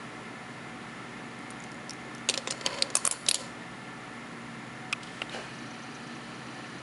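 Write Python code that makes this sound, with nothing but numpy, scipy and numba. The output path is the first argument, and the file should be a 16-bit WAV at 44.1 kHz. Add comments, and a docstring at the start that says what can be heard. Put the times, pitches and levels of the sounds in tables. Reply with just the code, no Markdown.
"""A steel watch bracelet is lifted, laid on a table and nudged into place near a camera's microphone.
Links tick in the air, then links and clasp knock the table, ring and scrape.
The brightest clinks make the gain control duck the room's steady fan and mains hum.
Then a small plastic switch clicks twice under a fingertip and the camera's geared zoom motor whirrs."""
import sys
import numpy as np
from scipy import signal
from scipy.fft import rfft, irfft, next_fast_len
from scipy.io import wavfile
from scipy.ndimage import uniform_filter1d
from numba import njit

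SR = 44100
rng = np.random.default_rng(int(sys.argv[2]) if len(sys.argv) > 2 else 0)


def unload_wav(signal):
    """Save mono or channel-first audio to the path in sys.argv[1] as 16-bit WAV at rate SR, clipped to [-1, 1]."""
    wavfile.write(
        sys.argv[1],
        SR,
        np.round(np.clip(np.atleast_2d(signal).T, -1, 1) * 32767).astype(np.int16),
    )


N = 300743
TIME = np.arange(N) / SR
ZOOM_START_S, ZOOM_SETTLE_S = 5.346, 0.086

# resonances shared by all links: freq_hz, width_hz, gain_db
BRACELET_MODES = [(2580, 160, 6), (3100, 200, 1), (3580, 110, 6), (4270, 200, 12), (4610, 200, 13.5),
                  (5350, 90, 12), (7090, 100, 17), (8450, 240, 13), (10420, 1200, 19)]
# resonances of the plastic switch: freq_hz, width_hz, gain_db
PLASTIC_MODES = [(2080, 940, 4), (3120, 900, 15), (4800, 740, -4), (8000, 1500, -3)]


def undb(db):
    return 10 ** (np.asarray(db) / 20)


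def unit(x):
    return x / np.sqrt(np.mean(x ** 2))


def colour(x, points):
    """EQ through (freq_hz, gain_db) points."""
    hz, db = np.transpose(points)
    size = next_fast_len(len(x))
    bins_hz = np.maximum(np.fft.rfftfreq(size, 1 / SR), 1)
    gain = undb(np.interp(np.log(bins_hz), np.log(hz), db))
    return irfft(rfft(x, size) * gain, size)[:len(x)]


def resonate(x, modes, weights=1):
    """Input plus the ringing of each (freq_hz, width_hz, gain_db) mode."""
    out = x
    for (hz, width_hz, db), weight in zip(modes, weights * np.ones(len(modes))):
        out = out + weight * undb(db) * signal.lfilter(*signal.iirpeak(hz, hz / width_hz, fs=SR), x)
    return out


def band(x, edges_hz, order=3):
    return signal.sosfilt(signal.butter(order, edges_hz, "bandpass", fs=SR, output="sos"), x)


def hiss(hz, width_hz):
    """Noise band at unit rms."""
    return unit(band(rng.standard_normal(N), (hz - width_hz / 2, hz + width_hz / 2), order=2))


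def at_level(x, db):
    """Scale a burst to the energy of 10 ms at db rms."""
    return x * undb(db) / np.sqrt(np.sum(x ** 2) / (SR / 100))


def add(out, start_s, x):
    i = int(start_s * SR)
    out[i:i + len(x)] += x[:N - i]


def drift(rate_hz):
    """Smooth random curve at unit rms."""
    step = int(SR / rate_hz)
    return unit(uniform_filter1d(np.repeat(rng.standard_normal(N // step + 1), step), step)[:N])


def swell(start_s, length_s, attack_s, release_s):
    """Linear rise, hold, exponential release."""
    age_s = TIME - start_s
    return np.clip(age_s / attack_s, 0, 1) * np.exp(-np.maximum(age_s - length_s, 0) / release_s)


def room(air_db=-43, waver_db=1.1, whine_db=-56, whine_drop_db=17):
    """Fan air, wavering mains and fan tones, and a thin whine that softens once the zoom runs."""
    # fan air spectrum: freq_hz, gain_db
    air_spectrum = [(18, -62), (30, -42), (53, -1.5), (91, -7.5), (119, -5.5), (205, -7), (232, -3),
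                    (430, -9), (741, -12), (925, -10.5), (1340, -13.5), (1550, -15.5), (1800, -11),
                    (3250, -20.5), (11300, -38), (14200, -120), (22000, -120)]
    # fan air resonances: freq_hz, width_hz, gain_db
    air_modes = [(171.6, 35, 1.5), (292.4, 21, -2), (745, 11.8, 8), (1140, 84, -11), (1347, 100, 2.5),
                 (1760, 210, -15.5), (7020, 116, 1.5), (9650, 840, -3), (10150, 350, -2)]
    # mains and fan tones: pitch_hz, rms_db
    hum_tones = [(58.5, -73), (73.8, -75), (117, -61.5), (131, -56), (233.9, -52.5), (1754.2, -57.5)]
    air = colour(resonate(rng.standard_normal(N), air_modes), air_spectrum)
    low_cut = signal.butter(4, 125, "highpass", fs=SR, output="sos")
    air = unit(signal.sosfilt(low_cut, air) + 0.16 * air)
    hum = np.zeros(N)
    for hz, db in hum_tones:
        peak = np.sqrt(2) * undb(db + waver_db * drift(3.5))
        hum += peak * np.sin(2 * np.pi * (hz * TIME + rng.random()) + 0.55 * drift(4.14))
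    zooming = np.clip((TIME - ZOOM_START_S) / ZOOM_SETTLE_S, 0, 1)
    whine = hiss(2095, width_hz=112) * undb(whine_db - whine_drop_db * zooming)
    return air * undb(air_db + 0.2 * drift(5)) + hum + whine


def clink(contact_s, modes, tail_db, crack=4, shared=0.25, early_db=-12, early_s=0.005,
          chatter_db=-24, chatter_s=0.011, room_db=-36, room_s=0.072, size=8192):
    """Steel contact: a crack amid tiny impacts, then reflections, link chatter and faint room decay."""
    t = np.arange(size) / SR
    rattle = unit(undb(2.5 * np.repeat(rng.standard_normal(size // 32), 32)))
    early = undb(early_db) * np.exp(-t / early_s)
    chatter = rattle * undb(chatter_db) * np.exp(-t / chatter_s)
    tail = undb(tail_db) * (early + chatter + undb(room_db) * np.exp(-t / room_s))
    progress = t / contact_s
    pulse = progress ** 2 * np.exp(2 - 2 * progress)
    force = rng.standard_normal(size) * (pulse + tail * (1 - np.exp(-progress)))
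    force[np.argmax(progress >= 1)] += crack  # main impact at the pulse peak
    shared_mix = shared * rng.standard_normal(len(BRACELET_MODES))
    return resonate(resonate(force, modes), BRACELET_MODES, shared_mix)


def loose_links(contact_s=0.0008, width_hz=550, ring_db=14):
    """Airborne links tick, short and dry, each at its own pitch, with no knock."""
    # link-on-link ticks: start_s, level_db, ring_hz
    ticks = [(1.389, -57, 9000), (1.504, -46.5, 9300), (1.5095, -51, 10000), (1.602, -50, 6870),
             (1.6225, -58, 7000), (1.639, -48, 6300), (1.717, -51.5, 5030), (1.744, -57, 6800),
             (1.8943, -38.5, 5350), (1.9068, -38.5, 5450), (1.9334, -49.5, 6400), (2.1492, -47.5, 5700),
             (2.181, -53, 6300)]
    out = np.zeros(N)
    for start_s, db, ring_hz in ticks:
        tick = clink(contact_s, [(ring_hz, width_hz, ring_db)], tail_db=-4, shared=0.091)
        add(out, start_s, at_level(band(tick, (2900, 11500), order=2), db))
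    return out


def scrapes_and_ring_out(grain_db=2.5, rumble_db=-26, body_width_hz=260, body_db=3, flutter_db=1.4):
    """Grains ring table and links: scrapes, and the bright, gritty ring-out after the clasp's clinks."""
    # table resonances: freq_hz, width_hz, gain_db
    table_modes = [(545, 52, 5), (1017, 69, 10.5), (3090, 150, 0), (4460, 430, 2)]
    # grit spectrum: freq_hz, gain_db
    grit_spectrum = [(150, -18), (560, 5), (1100, -3), (2000, 1.5), (4500, -8.5), (7000, -8), (11000, -22)]
    # scrapes and ring-out: start_s, length_s, level_db, treble_db, body_hz
    bursts = [(2.28, 0.4, -50, 2, 570), (2.64, 0.051, -40, -6, 1020), (2.715, 0.12, -41, -3, 560),
              (2.934, 0.042, -44.5, 12, 1060), (3.038, 0.096, -36, -13, 1400), (3.269, 0.12, -42, 10, 540)]
    grains = rng.standard_normal(N)
    grains *= undb(grain_db * np.repeat(rng.standard_normal(N // 64 + 1), 64)[:N])
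    ringing = colour(resonate(resonate(grains, table_modes), BRACELET_MODES, 0.32), grit_spectrum)
    rumble = undb(rumble_db) * unit(band(rng.standard_normal(N), (18, 70), order=2))
    out = np.zeros(N)
    for start_s, length_s, db, treble_db, body_hz in bursts:
        grit = unit(resonate(ringing, [(body_hz, body_width_hz, body_db)]))
        treble_trim = (undb(treble_db) - 1) * band(grit, (5500, 12000), order=1)
        envelope = undb(db) * swell(start_s, length_s, attack_s=0.026, release_s=0.054)
        out += (grit + rumble + treble_trim) * envelope
    return out * undb(flutter_db * drift(45))


def balance(x, levels_db):
    """Set a clink's four band levels."""
    # knock, ring, ping and tick bands: low_hz, high_hz
    bands = [(280, 2300), (2300, 5000), (5000, 8000), (8000, 11500)]
    return sum(at_level(band(x, edges_hz, order=5), db) for edges_hz, db in zip(bands, levels_db))


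def neighbour_modes(count=6, low_hz=2900, high_hz=9000, width_hz=130, gain_db=6):
    """Adjacent links ring along, at new pitches on each contact."""
    spread = (np.arange(count) + rng.random(count)) / count
    return [(hz, width_hz, gain_db) for hz in low_hz * (high_hz / low_hz) ** spread]


def landing_links():
    """Each link knocks its spot of table and rings at two pitches; held links stop, free ones rattle."""
    # landings: start_s, knock_db, ring_db, ping_db, tick_db, tail_db, contact_s,
    # knock_hz, ring_hz, ping_hz
    landings = [(2.288, -35, -24.5, -27, -33, 5, .0011, 420, 2780, 6600),
                (2.2967, -32.5, -25.5, -32, -30, 0, .0007, 500, 4080, 5560),
                (2.3097, -49, -43, -46, -50, -3, .0007, 520, 3000, 6800),
                (2.3394, -42, -32, -39, -47, -5, .0006, 570, 4030, 7110),
                (2.3432, -40, -41, -48, -52, 0, .0012, 570, 2700, 7110),
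                (2.3538, -50, -46, -53, -53, -3, .001, 570, 2900, 7000),
                (2.3753, -34, -31.5, -33, -43, 4, .0008, 550, 3730, 5400),
                (2.4728, -31.5, -39, -36.5, -52, 3, .0009, 485, 3630, 7100),
                (2.4785, -44, -44, -48, -60, 3, .0016, 700, 3510, 5800),
                (2.503, -51, -37.5, -46, -58, 2, .0016, 600, 4570, 7050),
                (2.5074, -39.5, -37.5, -31, -35, 7, .0009, 600, 2560, 5600),
                (2.52, -39.5, -40, -41, -59, -2, .0023, 450, 4720, 7000),
                (2.6102, -40, -42.5, -46.5, -56, 11, .0009, 600, 4370, 7100),
                (2.6615, -33.5, -25, -30, -39, -2, .0008, 2150, 3380, 5170),
                (2.6695, -34, -46, -49, -58, 0, .0022, 1020, 2600, 5010),
                (2.783, -39.5, -43, -48, -56, 0, .0035, 560, 4510, 6770),
                (2.8220, -35, -20.5, -32.5, -30, -8, .0007, 560, 4530, 6800),
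                (2.901, -42, -48, -44.5, -53, 7, .0017, 560, 4330, 7100),
                (3.263, -46, -39, -42, -56, 0, .001, 560, 4100, 5500),
                (3.2858, -50, -22.5, -32, -31, -5, .0005, 560, 4200, 5200),
                (3.288, -35, -27.5, -27, -23.5, 2.5, .0006, 540, 3300, 6850),
                (3.3115, -34, -20.5, -37, -24.5, -4, .0006, 536, 4350, 5210),
                (3.3431, -39, -26, -26.5, -25, 4, .0009, 560, 4400, 6860),
                (3.3536, -48, -30, -32, -38, 13, .0011, 560, 3620, 6900)]
    # table resonances under a link: freq_hz, width_hz, gain_db
    knock_modes = [(374, 62, 2), (528, 47, 9), (1030, 95, 3.5), (1990, 370, 0.5)]
    out = np.zeros(N)
    for start_s, *levels_db, tail_db, contact_s, knock_hz, ring_hz, ping_hz in landings:
        own_modes = [(knock_hz, 220, 6), (ring_hz, 950, 9), (ping_hz, 650, 5)]
        hit = clink(contact_s, [*knock_modes, *own_modes, *neighbour_modes()], tail_db)
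        add(out, start_s, balance(hit, levels_db))
    return out


def clasp(width_hz=650, ring_db=6):
    """The thin clasp drops and rocks, ringing bright over a hollow knock."""
    # clasp contacts: start_s, knock_db, ring_db, ping_db, tick_db, tail_db, contact_s, ring_hz
    contacts = [(2.9524, -32, -32.5, -26, -21, 0, 0.00077, 8700),
                (2.9661, -35, -37.5, -28, -29, 8, 0.0025, 6200),
                (3.0504, -33, -42, -28, -23.5, -4, .0011, 8600),
                (3.0654, -38, -40, -30, -31, 3, .001, 8750),
                (3.0744, -28, -37, -32, -19.5, -7, 0.00051, 9900),
                (3.1109, -38, -31.5, -25, -21.5, 5, 0.00076, 10000),
                (3.123, -34, -35, -29, -33, 3, .0012, 7500)]
    # table resonances under the clasp: freq_hz, width_hz, gain_db
    knock_modes = [(680, 120, 1.5), (1060, 190, 15)]
    # steel plate resonances: freq_hz, width_hz, gain_db
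    plate_modes = [(6250, 220, -5), (8050, 200, 2), (8800, 260, 5), (10060, 450, 1), (10700, 250, -6)]
    out = np.zeros(N)
    for start_s, *levels_db, tail_db, contact_s, ring_hz in contacts:
        modes = [*knock_modes, *plate_modes, (ring_hz, width_hz, ring_db)]
        hit = clink(contact_s, modes, tail_db, crack=3, chatter_db=-20, room_db=-32)
        add(out, start_s, balance(hit, levels_db))
    return out


def switch(snap_s=0.0021, housing_s=0.0012, ring_rise_s=0.00034, housing_rise_s=0.00077, size=4096):
    """A plastic switch snaps, rings for a few milliseconds and knocks the housing."""
    # switch and zoom drive clicks: start_s, ring_db, ring_hz, decay_s, snap_db, housing_db, housing_hz
    clicks = [(4.9269, -39, 4820, 0.00072, -33, -50, 1210), (4.928, -27, 2490, 0.002, -40, -41, 1510),
              (4.9311, -36, 3420, .0009, -39, -37, 1240), (4.9328, -31, 2510, 0.0022, -46, -44, 1290),
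              (5.2181, -30, 2800, 0.0015, -46, -38.5, 623),
              (5.2203, -35.5, 2130, 0.00081, -49, -40.5, 1400), (5.224, -48, 2830, .0018, -53, -55, 700),
              (5.2950, -45, 3750, 0.0025, -48, -52, 1130), (5.3468, -43, 1660, .002, -52, -43, 640)]
    out, t = np.zeros(N), np.arange(size) / SR
    housing_envelope = np.exp(-t / housing_s) * (1 - np.exp(-t / housing_rise_s))
    for start_s, ring_db, ring_hz, decay_s, snap_db, housing_db, housing_hz in clicks:
        ring = np.sin(2 * np.pi * ring_hz * t) * np.exp(-t / decay_s) * (1 - np.exp(-t / ring_rise_s))
        knock = np.sin(2 * np.pi * housing_hz * t) * housing_envelope
        burst = rng.standard_normal(size) * np.exp(-t / snap_s)
        snap = band(resonate(burst, PLASTIC_MODES), (1200, 11000), order=1)
        add(out, start_s, at_level(ring, ring_db) + at_level(knock, housing_db) + at_level(snap, snap_db))
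    return out


def fingertip(rub_db=-54, catch_s=0.003):
    """Skin catches and rubs softly on the switch between clicks."""
    # skin catching on plastic: peak_s, level_db
    touches = [(5.034, -42), (5.073, -51)]
    friction = unit(band(resonate(rng.standard_normal(N), PLASTIC_MODES), (2300, 9000), order=1))
    catches = sum(undb(db) * np.exp(-np.abs(TIME - peak_s) / catch_s) for peak_s, db in touches)
    rub = undb(rub_db) * swell(5.02, length_s=0.22, attack_s=0.015, release_s=0.026)
    return friction * (catches + rub)


def zoom(run_db=-58.5, surge_db=-40, jolt_db=-40, rise_s=0.057, speed_up_s=0.2,
         gear_hz=25.07, uneven_db=4):
    """The motor jolts, surges up to speed and hisses; the gear ticks and swishes unevenly each turn."""
    # housing resonances: freq_hz, width_hz, gain_db
    housing_modes = [(360, 22, 19), (600, 260, 10), (1560, 110, 18), (2480, 170, 15.5), (2900, 150, 14.5),
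                     (4180, 360, 7)]
    # steady drive hiss: freq_hz, width_hz, level_db
    drive_bands = [(3020, 220, -63), (4170, 490, -60.5), (4760, 170, -65.5), (5520, 200, -77),
                   (9350, 400, -72)]
    # once-per-turn gear rubs: phase_turns, spread_turns, freq_hz, width_hz, level_db
    gear_rubs = [(0.48, 0.078, 2570, 420, -54.5), (.12, 0.17, 5930, 800, -59)]
    age_s = TIME - ZOOM_START_S
    turns = np.cumsum(gear_hz * (1 + 0.005 * drift(6.1))) / SR
    turns -= np.interp(ZOOM_START_S, TIME, turns)
    housing = resonate(rng.standard_normal(N), housing_modes)
    surge = undb(surge_db) * np.exp(-np.maximum(age_s, 0) / ZOOM_SETTLE_S)
    effort = np.clip(1 + age_s / rise_s, 0, 1) * (undb(run_db) + surge)
    rasp = unit(band(housing, (250, 5000), order=1)) * effort
    jolt = undb(jolt_db) * unit(band(rng.standard_normal(N), (420, 780)))
    jolt *= swell(ZOOM_START_S, length_s=0.032, attack_s=0.0027, release_s=0.029)
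    gears = sum(undb(db) * hiss(hz, width_hz) for hz, width_hz, db in drive_bands)
    for phase_turns, spread_turns, hz, width_hz, db in gear_rubs:
        offset_turns = (turns - phase_turns + 0.5) % 1 - 0.5
        contact = np.exp(-0.5 * (offset_turns / spread_turns) ** 2)
        gears += hiss(hz, width_hz) * contact * undb(db + uneven_db * drift(gear_hz))
    return rasp + jolt + gears * np.clip(age_s / speed_up_s, 0, 1)


def scene():
    """Bracelet, camera and room at one microphone."""
    bracelet = loose_links() + landing_links() + clasp() + scrapes_and_ring_out()
    camera = switch() + fingertip() + zoom()
    return (bracelet + camera + room())[None]


@njit
def follow(x, attack, release):
    """Level detector; attack and release are per-sample rates."""
    out, level = np.empty(len(x)), 0.
    for i in range(len(x)):
        level += max(x[i] - level, 0.) * attack - level * release
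        out[i] = level
    return out


def record(dry, threshold_db=-34, attack_s=0.015, release_s=0.14, lag_s=0.0027, cutoff_hz=11050):
    """Treble-keyed gain control ducks just after the brightest clinks; a steep low-pass follows."""
    treble = np.abs(band(dry[0], (8500, 14000), order=2))
    level = follow(treble, 1 / (attack_s * SR), 1 / (release_s * SR))
    late_level = np.interp(TIME - lag_s, TIME, level)
    gain = 1 / np.maximum(late_level / undb(threshold_db), 1)
    return signal.sosfilt(signal.ellip(12, 0.2, 70, cutoff_hz, fs=SR, output="sos"), dry * gain)


dry = scene()
out = record(dry)
unload_wav(out)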